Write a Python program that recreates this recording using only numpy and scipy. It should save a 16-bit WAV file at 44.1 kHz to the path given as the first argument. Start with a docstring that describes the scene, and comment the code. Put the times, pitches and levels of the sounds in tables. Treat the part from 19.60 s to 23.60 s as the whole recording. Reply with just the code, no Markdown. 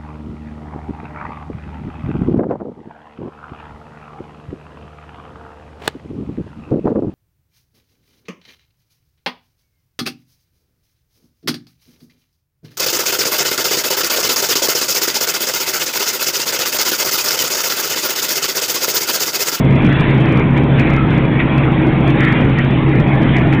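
"""A low throb and the rumble of a steel frame come first: a motorised dough sheeter is running close by.
Its gears sing, its rollers roar as they turn and its motor hums with a thin whine.
Floured dough hisses and rubs through the rollers, and loose metal parts tick now and then.
The microphone misses the high treble and overloads on the biggest swings, which crackle faintly."""
import sys
import numpy as np
from scipy import signal
from scipy.fft import rfft, irfft, next_fast_len
from scipy.io import wavfile
from scipy.ndimage import uniform_filter1d, map_coordinates

SR = 44100
rng = np.random.default_rng(int(sys.argv[2]) if len(sys.argv) > 2 else 0)


def to_wav(sig):
    """Store sig (one row per channel, or 1-D mono) as 16-bit WAV at the path in sys.argv[1].

    Samples outside -1..1 are clipped; the rate is SR.
    """
    pcm = np.clip(np.atleast_2d(sig), -1, 1) * 32767
    pcm = np.round(pcm).astype(np.int16)
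    wavfile.write(sys.argv[1], SR, pcm.T)  # frames by channels


N = 176400
TURN_HZ = 4.6667  # turns of the shaft each second


def amp(db):
    """Turn decibels into a number to multiply by."""
    return 10 ** (np.asarray(db) / 20)


def unit(x):
    """Scale a sound to an average strength (rms) of 1."""
    return x / np.sqrt(np.mean(x ** 2) + 1e-20)


def clock():
    """The time of every sample, in seconds."""
    return np.arange(N) / SR


def level_curve(points):
    """Join (time [s], level [dB]) points with straight lines."""
    return np.interp(clock(), *np.transpose(points))


def wobble(rate):
    """A smooth curve through `rate` random values a second."""
    return map_coordinates(rng.standard_normal(int(N * rate / SR) + 4), [clock() * rate])


def filtered(x, response):
    """Turn each frequency of x up or down by response(hz)."""
    size = next_fast_len(N + 8192)
    return irfft(rfft(x, size) * response(np.fft.rfftfreq(size, 1 / SR)), size)[:N]


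def colour(points):
    """A filter shape that joins (frequency [Hz], level [dB]) points on a log frequency scale."""
    freqs, db = np.transpose(points)
    return lambda hz: amp(np.interp(np.log(hz + 1), np.log(freqs + 1), db))


def band(centre_hz, half_width_hz):
    """A filter shape that keeps the frequencies near its centre."""
    return lambda hz: 1 / (1 + ((hz - centre_hz) / half_width_hz) ** 4) ** .5


def noise(response, patchy_db):
    """Filtered noise of strength 1, with louder and softer patches in time and pitch."""
    spectrum = signal.stft(rng.standard_normal(N), nperseg=1024)[2]
    patches = uniform_filter1d(rng.standard_normal(spectrum.shape), size=4, axis=0)
    patches = uniform_filter1d(patches, size=7, axis=1)
    patchy = signal.istft(spectrum * amp(patchy_db * unit(patches)), nperseg=1024)[1][:N]
    return unit(filtered(patchy, response))


def tone(cycles, flutter_db):
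    """A pure tone of strength 1 whose level flutters."""
    return unit(np.sin(2 * np.pi * (cycles + rng.random())) * amp(flutter_db * wobble(5.4)))


def roller_throbs():
    """Every turn of the rollers repeats the same few uneven throbs, each a short low drone."""
    # throbs in one turn: (start [s], length [s], level [dB], pitch [Hz])
    throbs = [(.0180, 0.089, -14, 135), (.0899, 0.094, -13.5, 132.7), (.1619, .055, -13.5, 143.9),
              (.2131, .025, -15, 139.3)]
    jitter_s, scatter_db = .0003, 1.72
    t, out = clock(), np.zeros(N)
    for turn in range(-1, int(N / SR * TURN_HZ) + 1):
        for start, length, db, hz in throbs:
            age = t - turn / TURN_HZ - start - jitter_s * rng.standard_normal()
            gain = amp(db + scatter_db * rng.standard_normal())
            on = (age > 0) & (age < length)
            swell = np.abs(np.sin(np.pi * age[on] / length)) ** .64
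            out[on] += np.sqrt(2) * gain * swell * np.sin(2 * np.pi * hz * age[on])
    return out


def frame_rumble():
    """The steel frame shakes with a deep rumble."""
    # the rumble's loudness: (time [s], level [dB])
    levels = [(0.0, -18), (0.27, -13.5), (0.36, -20), (0.39, -15.5), (0.91, -18.5), (0.96, -14),
              (0.98, -17), (2.54, -18), (2.55, -18.5), (2.82, -17), (2.96, -19), (4.0, -17)]
    # its mix of low and high: (frequency [Hz], relative level [dB])
    spectrum = [(20, -11), (45, -11.5), (70, -8.5), (95, -7), (115, 0.5), (170, -1), (230, -2.5),
                (320, -5.5), (390, -10), (600, -24), (1000, -39), (4000, -74.5)]
    return amp(level_curve(levels)) * noise(colour(spectrum), patchy_db=.5)


def gear_tones(turns):
    """The gears sing at whole multiples of the shaft's turning rate."""
    # gear tones: (cycles per turn, level [dB])
    gears = [(15, -27.5), (36, -30), (38, -30.5), (40, -32.5), (44, -29.5), (57, -27), (60, -35.5),
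             (71, -31), (87, -40)]
    return sum(amp(db) * tone(per_turn * turns, flutter_db=1.5) for per_turn, db in gears)


def main_gear(turns):
    """The main gear's teeth meet in a tone, and a panel of the housing drones along."""
    # loudness of both: (time [s], relative level [dB])
    levels = [(0.0, -26.5), (0.81, -20.5), (0.92, -34.5), (0.98, -14.5), (1.1, -30.5), (1.25, -13.5),
              (1.37, -24), (2.15, -22.5), (2.28, -11.5), (2.34, -28.5), (2.48, -17.5), (3.05, -31),
              (3.07, -21.5), (4.0, -19.5)]
    teeth, gain_db = 67, -3
    panel = amp(-4) * noise(band(centre_hz=323.3, half_width_hz=22), patchy_db=1)
    return amp(level_curve(levels) + gain_db) * (tone(teeth * turns, flutter_db=.43) + panel)


def roller_roar():
    """The steel rollers roar unevenly as they turn."""
    # the roar's loudness: (time [s], relative level [dB])
    levels = [(0.0, -18), (0.01, -24.5), (0.51, -28), (0.56, -24), (1.32, -24), (1.41, -28.5), (1.45, -24),
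              (2.52, -25.5), (2.58, -23), (2.62, -27.5), (2.91, -25.5), (3.06, -27.5), (3.6, -22),
              (3.64, -24), (3.92, -24.5), (4.0, -27.5)]
    # its mix of low and high: (frequency [Hz], relative level [dB])
    spectrum = [(200, -18.5), (400, 0.5), (600, -1), (800, -5.5), (1000, -5), (1300, -16), (2000, -29.5),
                (4000, -58)]
    return amp(level_curve(levels) + .5) * noise(colour(spectrum), patchy_db=2.5)


def motor():
    """The motor hums at a steady pitch, with a thin whine on top."""
    # hum and whine: (pitch [Hz], relative level [dB])
    tones = [(26.7, -36.5), (240, -27.5), (800.5, -41), (920.5, -45), (1845.5, -48.5)]
    return sum(amp(db + .5) * tone(hz * clock(), flutter_db=1.5) for hz, db in tones)


def dough_hiss():
    """Floured dough hisses as it slides on the rollers."""
    # the hiss's loudness: (time [s], level [dB])
    levels = [(0, -28), (.15, -26.5), (.27, -23), (.5, -23), (.6, -25), (.8, -25), (.92, -28.5), (.99, -26),
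              (1.11, -27.5), (1.2, -24), (1.5, -26), (2.45, -24.5), (2.7, -22), (2.92, -25.5), (3.3, -26.5),
              (3.8, -25), (4, -26.5)]
    # its mix of low and high: (frequency [Hz], relative level [dB])
    spectrum = [(300, -16.5), (800, -2.5), (1300, 1.5), (1650, 2), (2000, 4), (2400, 3.5), (2850, -5.5),
                (3400, -6.5), (4000, -14.5)]
    flutter_db = .71 * wobble(22.02)
    return amp(level_curve(levels) + flutter_db) * noise(colour(spectrum), patchy_db=3)


def drive_strain():
    """A gain that swells briefly whenever the drive works harder."""
    # moments of strain: (time [s], boost [dB])
    surges = [(.075, 4.5), (.14, 2), (.285, 3.5), (1.2, 2), (1.57, 3), (1.982, 1), (2.63, 0), (2.861, 6),
              (3.401, 3), (3.698, 2.5)]
    t, spread_s = clock(), .023
    return amp(sum(db * np.exp(-.5 * ((t - middle) / spread_s) ** 2) for middle, db in surges))


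def dough_rubs():
    """Dough rubs on the metal: short noises swell and fade, each around its own pitch."""
    # rubs: (middle [s], length [s], level [dB], centre [Hz], half width [Hz])
    rubs = [(0.305, .11, -28.5, 1520, 199), (0.444, 0.24, -32.5, 2900, 800), (0.489, 0.063, -27, 2150, 300),
            (0.726, 0.036, -30, 2315, 202.2), (0.816, 0.034, -26, 2290, 160),
            (1.254, 0.15, -28, 2165, 401.1), (1.418, .11, -27, 1307, 44.8), (1.582, .035, -27, 2260, 158.5),
            (2.083, 0.037, -25, 1320, 250), (2.663, .05, -27.5, 1366, 70.6), (2.70, 0.17, -22, 1903, 330),
            (2.994, 0.027, -22, 1898, 170), (3.022, .07, -34.5, 2880, 250), (3.53, 0.034, -30, 2207, 150),
            (3.704, 0.064, -32.5, 3180, 304), (3.764, .04, -22, 2070, 300)]
    t, out = clock(), np.zeros(N)
    for middle, length, db, centre, half_width in rubs:
        swell = np.exp(-.5 * (2 * (t - middle) / length) ** 2)
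        out += amp(db) * swell * noise(band(centre, half_width), patchy_db=2)
    return out


def metal_ticks():
    """Loose parts touch and ring briefly at so many close pitches that it sounds like noise."""
    # touches: (time [s], level [dB])
    touches = [(.963, -18.5), (1.184, -18), (1.789, -19), (1.797, -14.5), (2.029, -20), (3.922, -17)]
    # ring of the parts: (frequency [Hz], relative level [dB])
    ring = [(300, -20.5), (900, -15.5), (1400, -4.5), (1900, -1), (2350, 3), (2900, -11), (3400, -10),
            (4000, -22.5)]
    rise_s, fade_s = .0028, .13  # fade_s is the time to drop by 60 dB
    out = np.zeros(N)
    for start, db in touches:
        age = np.maximum(clock() - start, 0)
        rise = 1 - np.exp(-age / rise_s)
        out += amp(db - 60 * age / fade_s) * rise * noise(colour(ring), patchy_db=1)
    return out


def scene():
    """The whole machine in one channel; the rumble and throbs swell under strain."""
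    turns = TURN_HZ * clock() + .002 * wobble(2)  # the shaft turns slightly unevenly
    gears = gear_tones(turns) + main_gear(turns)
    rumble = (frame_rumble() + roller_throbs()) * drive_strain()
    machine = gears + rumble + roller_roar() + motor()
    return (machine + dough_hiss() + dough_rubs() + metal_ticks())[None]


def record(dry):
    """The microphone dulls the treble and flattens the biggest swings; the very top is then cut off."""
    # what the microphone picks up: (frequency [Hz], gain [dB])
    microphone = [(3400, 0.2651), (3800, -3.5), (4200, -12.5), (4500, -27.5), (4900, -67)]
    clip_level, top_hz = .712, 15870
    dulled = filtered(dry[0], colour(microphone))
    clipped = np.clip(dulled, -clip_level, clip_level)
    return filtered(clipped, lambda hz: hz < top_hz)[None]


dry = scene()
out = record(dry)
to_wav(out)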